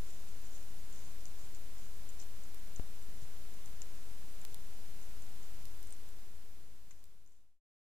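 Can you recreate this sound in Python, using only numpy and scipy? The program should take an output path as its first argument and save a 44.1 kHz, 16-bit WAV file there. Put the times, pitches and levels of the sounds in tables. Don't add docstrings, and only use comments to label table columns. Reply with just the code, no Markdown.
import sys
import numpy as np
from scipy import signal
from scipy.fft import rfft, irfft
from scipy.io import wavfile

SR = 44100
rng = np.random.default_rng(int(sys.argv[2]) if len(sys.argv) > 2 else 0)


def master_out(mix):
    frames = np.transpose(np.atleast_2d(mix))
    ceiling = np.clip(frames, -1, 1)
    pcm = np.round(ceiling * 32767).astype(np.int16)
    wavfile.write(sys.argv[1], SR, pcm)


N = 349713
TIME_S = np.arange(N) / SR

# (time [s], level over 1 ms [dB], ring [Hz], decay [ms], ring width [Hz])
TWIG_SNAPS = [(.1062, -47, 7300, .5, 1700), (.509, -52.5, 7000, .8, 1700), (.5545, -52, 6500, 2, 1400),
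              (.5605, -46.5, 7000, 2.5, 1700), (0.606, -54, 7100, 1, 1700), (.629, -51, 7000, 1.5, 1700),
              (0.9277, -44.5, 7100, 1.6, 1200), (0.993, -51, 6900, .8, 1400), (1.208, -54, 5800, .8, 1700),
              (1.2148, -58, 6500, 2, 1700), (1.256, -41.5, 6400, .7, 1200), (1.267, -52, 6400, 1.5, 1700),
              (1.2815, -50, 6700, 1.2, 1700), (1.4527, -50, 7100, 1.5, 1700),
              (1.548, -43.5, 7150, .9, 1700), (2.0911, -44, 6950, .6, 1400), (2.0948, -48, 7050, 1.7, 1100),
              (2.1036, -50, 7300, .5, 1700), (2.2002, -44, 5800, 6, 1090), (2.214, -47, 6900, 1.2, 1100),
              (2.2268, -54, 6800, 1.2, 1400), (2.4365, -48, 7100, .7, 1700), (2.7612, -40.5, 6500, 2, 1400),
              (3.026, -50.5, 7500, 1, 1700), (3.539, -51, 6700, 1.5, 1700), (3.6596, -44, 7240, 0.66, 2980),
              (3.8188, -38, 7000, .6, 1050), (3.8204, -41.5, 7000, 1, 1052), (4.4078, -53, 7300, 2, 1300),
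              (4.4157, -45, 7200, .5, 850), (5.221, -47.5, 6600, 3, 1700), (5.8713, -46, 7600, 1, 1700),
              (5.907, -45, 8070, .7, 1600), (5.925, -34.5, 8430, .8, 650), (6.9098, -40, 6800, .3, 2000),
              (6.9126, -41.5, 6260, 6, 1300), (7.0565, -48, 7070, 1, 1700), (7.2626, -45, 6700, .8, 1700),
              (7.276, -44.5, 6770, .8, 1700), (7.3217, -47, 7000, 4, 1700)]
# (time [s], level over 1 ms [dB], ring [Hz], decay [ms], ring width [Hz])
LOWER_KNOCKS = [(1.2558, -49, 4800, 0.9, 900), (1.5482, -56, 5300, .8, 900), (2.2232, -52, 3400, 6, 900),
                (2.7971, -50, 3000, .15, 1100), (3.8183, -48.5, 2850, .8, 500),
                (3.8187, -44, 5400, 1.2, 350), (5.111, -49.5, 2100, 7, 500), (6.909, -49, 4880, 1.5, 1300),
                (6.9096, -43, 2300, 5, 500), (6.909, -45.5, 1200, 6, 600)]
# (midpoint [s], length [s], level [dB])
LITTER_DRAGS = [(0.12, 0.25, -64), (0.302, 0.095, -66), (.46, 0.05, -61), (0.577, 0.13, -63.5),
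                (1.015, 0.25, -62), (1.42, 0.15, -64.5), (1.56, 0.022, -59), (1.83, 0.14, -65),
                (2.215, 0.058, -57), (3.224, 0.031, -61), (3.973, 0.06, -66.5), (4.53, 0.05, -66),
                (5.038, 0.07, -65), (5.437, 0.043, -65), (5.85, 0.06, -68), (6.978, 0.17, -65),
                (7.36, 0.19, -62)]
# (frequency [Hz], relative level [dB])
LITTER_SPECTRUM = [(300, -18.5), (2700, -16.5), (4300, -15.5), (5500, -11), (6500, -2.5), (7400, -5.5),
                   (8400, -12.5), (9800, -20), (14000, -32.5)]
# (time [s], gain [dB], rise [ms], decay [s], swing [Hz])
MIC_BUMPS = [(2.797, -22.5, 0.27, 0.012, 12), (3.085, -32, 3.2, 0.019, 15),
             (3.2213, -36.5, 2.7, 0.017, 111.4)]
# (time [s], relative level [dB], centre [Hz], width [Hz])
ELECTRICAL_TICKS = [(2.5458, -27, 12500, 9000), (3.6768, -35, 1500, 9000), (4.4511, -20, 3200, 18100),
                    (4.5451, -21.5, 10700, 6960), (4.5448, -34, 3730, 1300), (5.6554, -27, 6500, 10000),
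                    (5.8295, -27, 11300, 7000), (6.0905, -31.5, 2500, 11000), (7.0414, -23, 9500, 11000)]
# (frequency [Hz], density [dB re 1/Hz])
MIC_HISS_SPECTRUM = [(20, -66.5), (45, -70.5), (100, -78.5), (200, -84), (400, -88.5), (800, -93),
                     (1600, -97), (3000, -99.9), (4600, -101.6), (7000, -100.7), (9000, -102.9),
                     (11500, -104.3), (14500, -104.0)]
# (frequency [Hz], density [dB re 1/Hz])
IDLE_HISS_SPECTRUM = [(20, -69.5), (45, -85.5), (75, -79), (110, -82), (150, -97), (220, -94), (500, -98),
                      (2000, -98), (7000, -100.2), (14500, -101.2)]


def twig_snaps(crack_db=-4, crack_ref_hz=1700):
    out = np.zeros(N)
    for time_s, level_db, ring_hz, decay_ms, width_hz in TWIG_SNAPS:
        fracture = fibre_burst(decay_ms)
        tone = ring(ring(fracture, ring_hz, width_hz), ring_hz, width_hz)
        crack_gain = undb(crack_db) * width_hz / crack_ref_hz
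        crack = crack_gain * unit_energy(colour(fracture, LITTER_SPECTRUM))
        add(out, time_s, at_level(unit_energy(tone) + crack, level_db))
    return out


def lower_knocks():
    out = np.zeros(N)
    for time_s, level_db, ring_hz, decay_ms, width_hz in LOWER_KNOCKS:
        knock = ring(fibre_burst(decay_ms), ring_hz, width_hz)
        add(out, time_s, at_level(knock, level_db))
    return out


def fibre_burst(decay_ms, first_break=4, size=4096):
    t_ms = np.arange(size) / SR * 1000
    small_breaks = rng.standard_normal(size) * np.exp(-t_ms / decay_ms)
    return first_break * signal.unit_impulse(size) + small_breaks


def litter_scuffs(grains_per_s=1600, scatter_db=2.5, stir_db=-69, retreat_db_per_s=2.0,
                  snap_stir_s=0.022, snap_stir_db=-24):
    power = undb(stir_db - retreat_db_per_s * TIME_S) ** 2
    for mid_s, length_s, level_db in LITTER_DRAGS:
        power += push_power(mid_s - length_s / 2, length_s, level_db)
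    for time_s, level_db, *_ in TWIG_SNAPS:
        power += push_power(time_s, snap_stir_s, level_db + snap_stir_db)
    sizes = undb(scatter_db * np.minimum(rng.exponential(size=N), 4))
    onsets = rng.random(N) < grains_per_s / SR
    grains = onsets * sizes * rng.choice([-1, 1], N)
    crackle = colour(grains, LITTER_SPECTRUM)
    return crackle / crackle.std() * np.sqrt(power)


def push_power(start_s, length_s, mean_db, attack_share=0.36):
    corners_s = start_s + length_s * np.array([0, attack_share, 1])
    return np.interp(TIME_S, corners_s, [0, 2, 0]) * undb(mean_db) ** 2


def mic_bumps():
    out, t_s = np.zeros(N), TIME_S[:SR // 4]
    for time_s, gain_db, rise_ms, decay_s, swing_hz in MIC_BUMPS:
        rise = 1 - np.exp(-t_s * 1000 / rise_ms)
        swing = np.exp(-t_s / decay_s) * np.cos(2 * np.pi * swing_hz * t_s)
        add(out, time_s, -undb(gain_db) * rise * swing)
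    return out


def electrical_ticks(gain_db=1):
    out = np.zeros(N)
    for time_s, level_db, centre_hz, width_hz in ELECTRICAL_TICKS:
        spike = ring(signal.unit_impulse(256), centre_hz, width_hz)
        add(out, time_s, unit_energy(spike) * undb(level_db + gain_db))
    return out


def input_hiss(spectrum):
    gain = undb(curve_db(spectrum, N)) * np.sqrt(SR / 2)
    return irfft(rfft(rng.standard_normal(N)) * gain, N)


def ring(x, centre_hz, width_hz):
    return signal.lfilter(*signal.iirpeak(centre_hz, centre_hz / width_hz, fs=SR), x)


def colour(x, spectrum, size=512):
    cepstrum = irfft(np.log(undb(curve_db(spectrum, size))))
    cepstrum[1:size // 2] *= 2
    cepstrum[size // 2 + 1:] = 0
    response = irfft(np.exp(rfft(cepstrum)))
    return signal.lfilter(unit_energy(response), 1, x)


def curve_db(spectrum, size):
    points_hz, points_db = np.transpose(spectrum)
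    bins_hz = np.arange(size // 2 + 1) * SR / size
    return np.interp(np.log(bins_hz + 1), np.log(points_hz), points_db)


def at_level(x, level_db):
    return unit_energy(x) * undb(level_db) * np.sqrt(SR / 1000)


def unit_energy(x):
    return x / np.sqrt(np.sum(x ** 2) + 1e-18)


def undb(db):
    return 10 ** (np.asarray(db) / 20)


def add(track, time_s, sound):
    start = int(time_s * SR)
    track[start:start + len(sound)] += sound[:N - start]


def scene():
    burrow = twig_snaps() + lower_knocks() + litter_scuffs()
    left = burrow + mic_bumps() + input_hiss(MIC_HISS_SPECTRUM)
    right = electrical_ticks() + input_hiss(IDLE_HISS_SPECTRUM)
    return np.array([left, right])


def record(dry, dc_offset=(-.0393, -.0331), fade_span_s=(5.62, 7.6), cutoff_hz=15450):
    biased = dry + np.array(dc_offset)[:, None]
    fade = np.interp(TIME_S, fade_span_s, [1, 0])
    low_pass = signal.ellip(8, .05, 50, cutoff_hz, fs=SR, output="sos")
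    return signal.sosfiltfilt(low_pass, biased * fade)


dry = scene()
out = record(dry)
master_out(out)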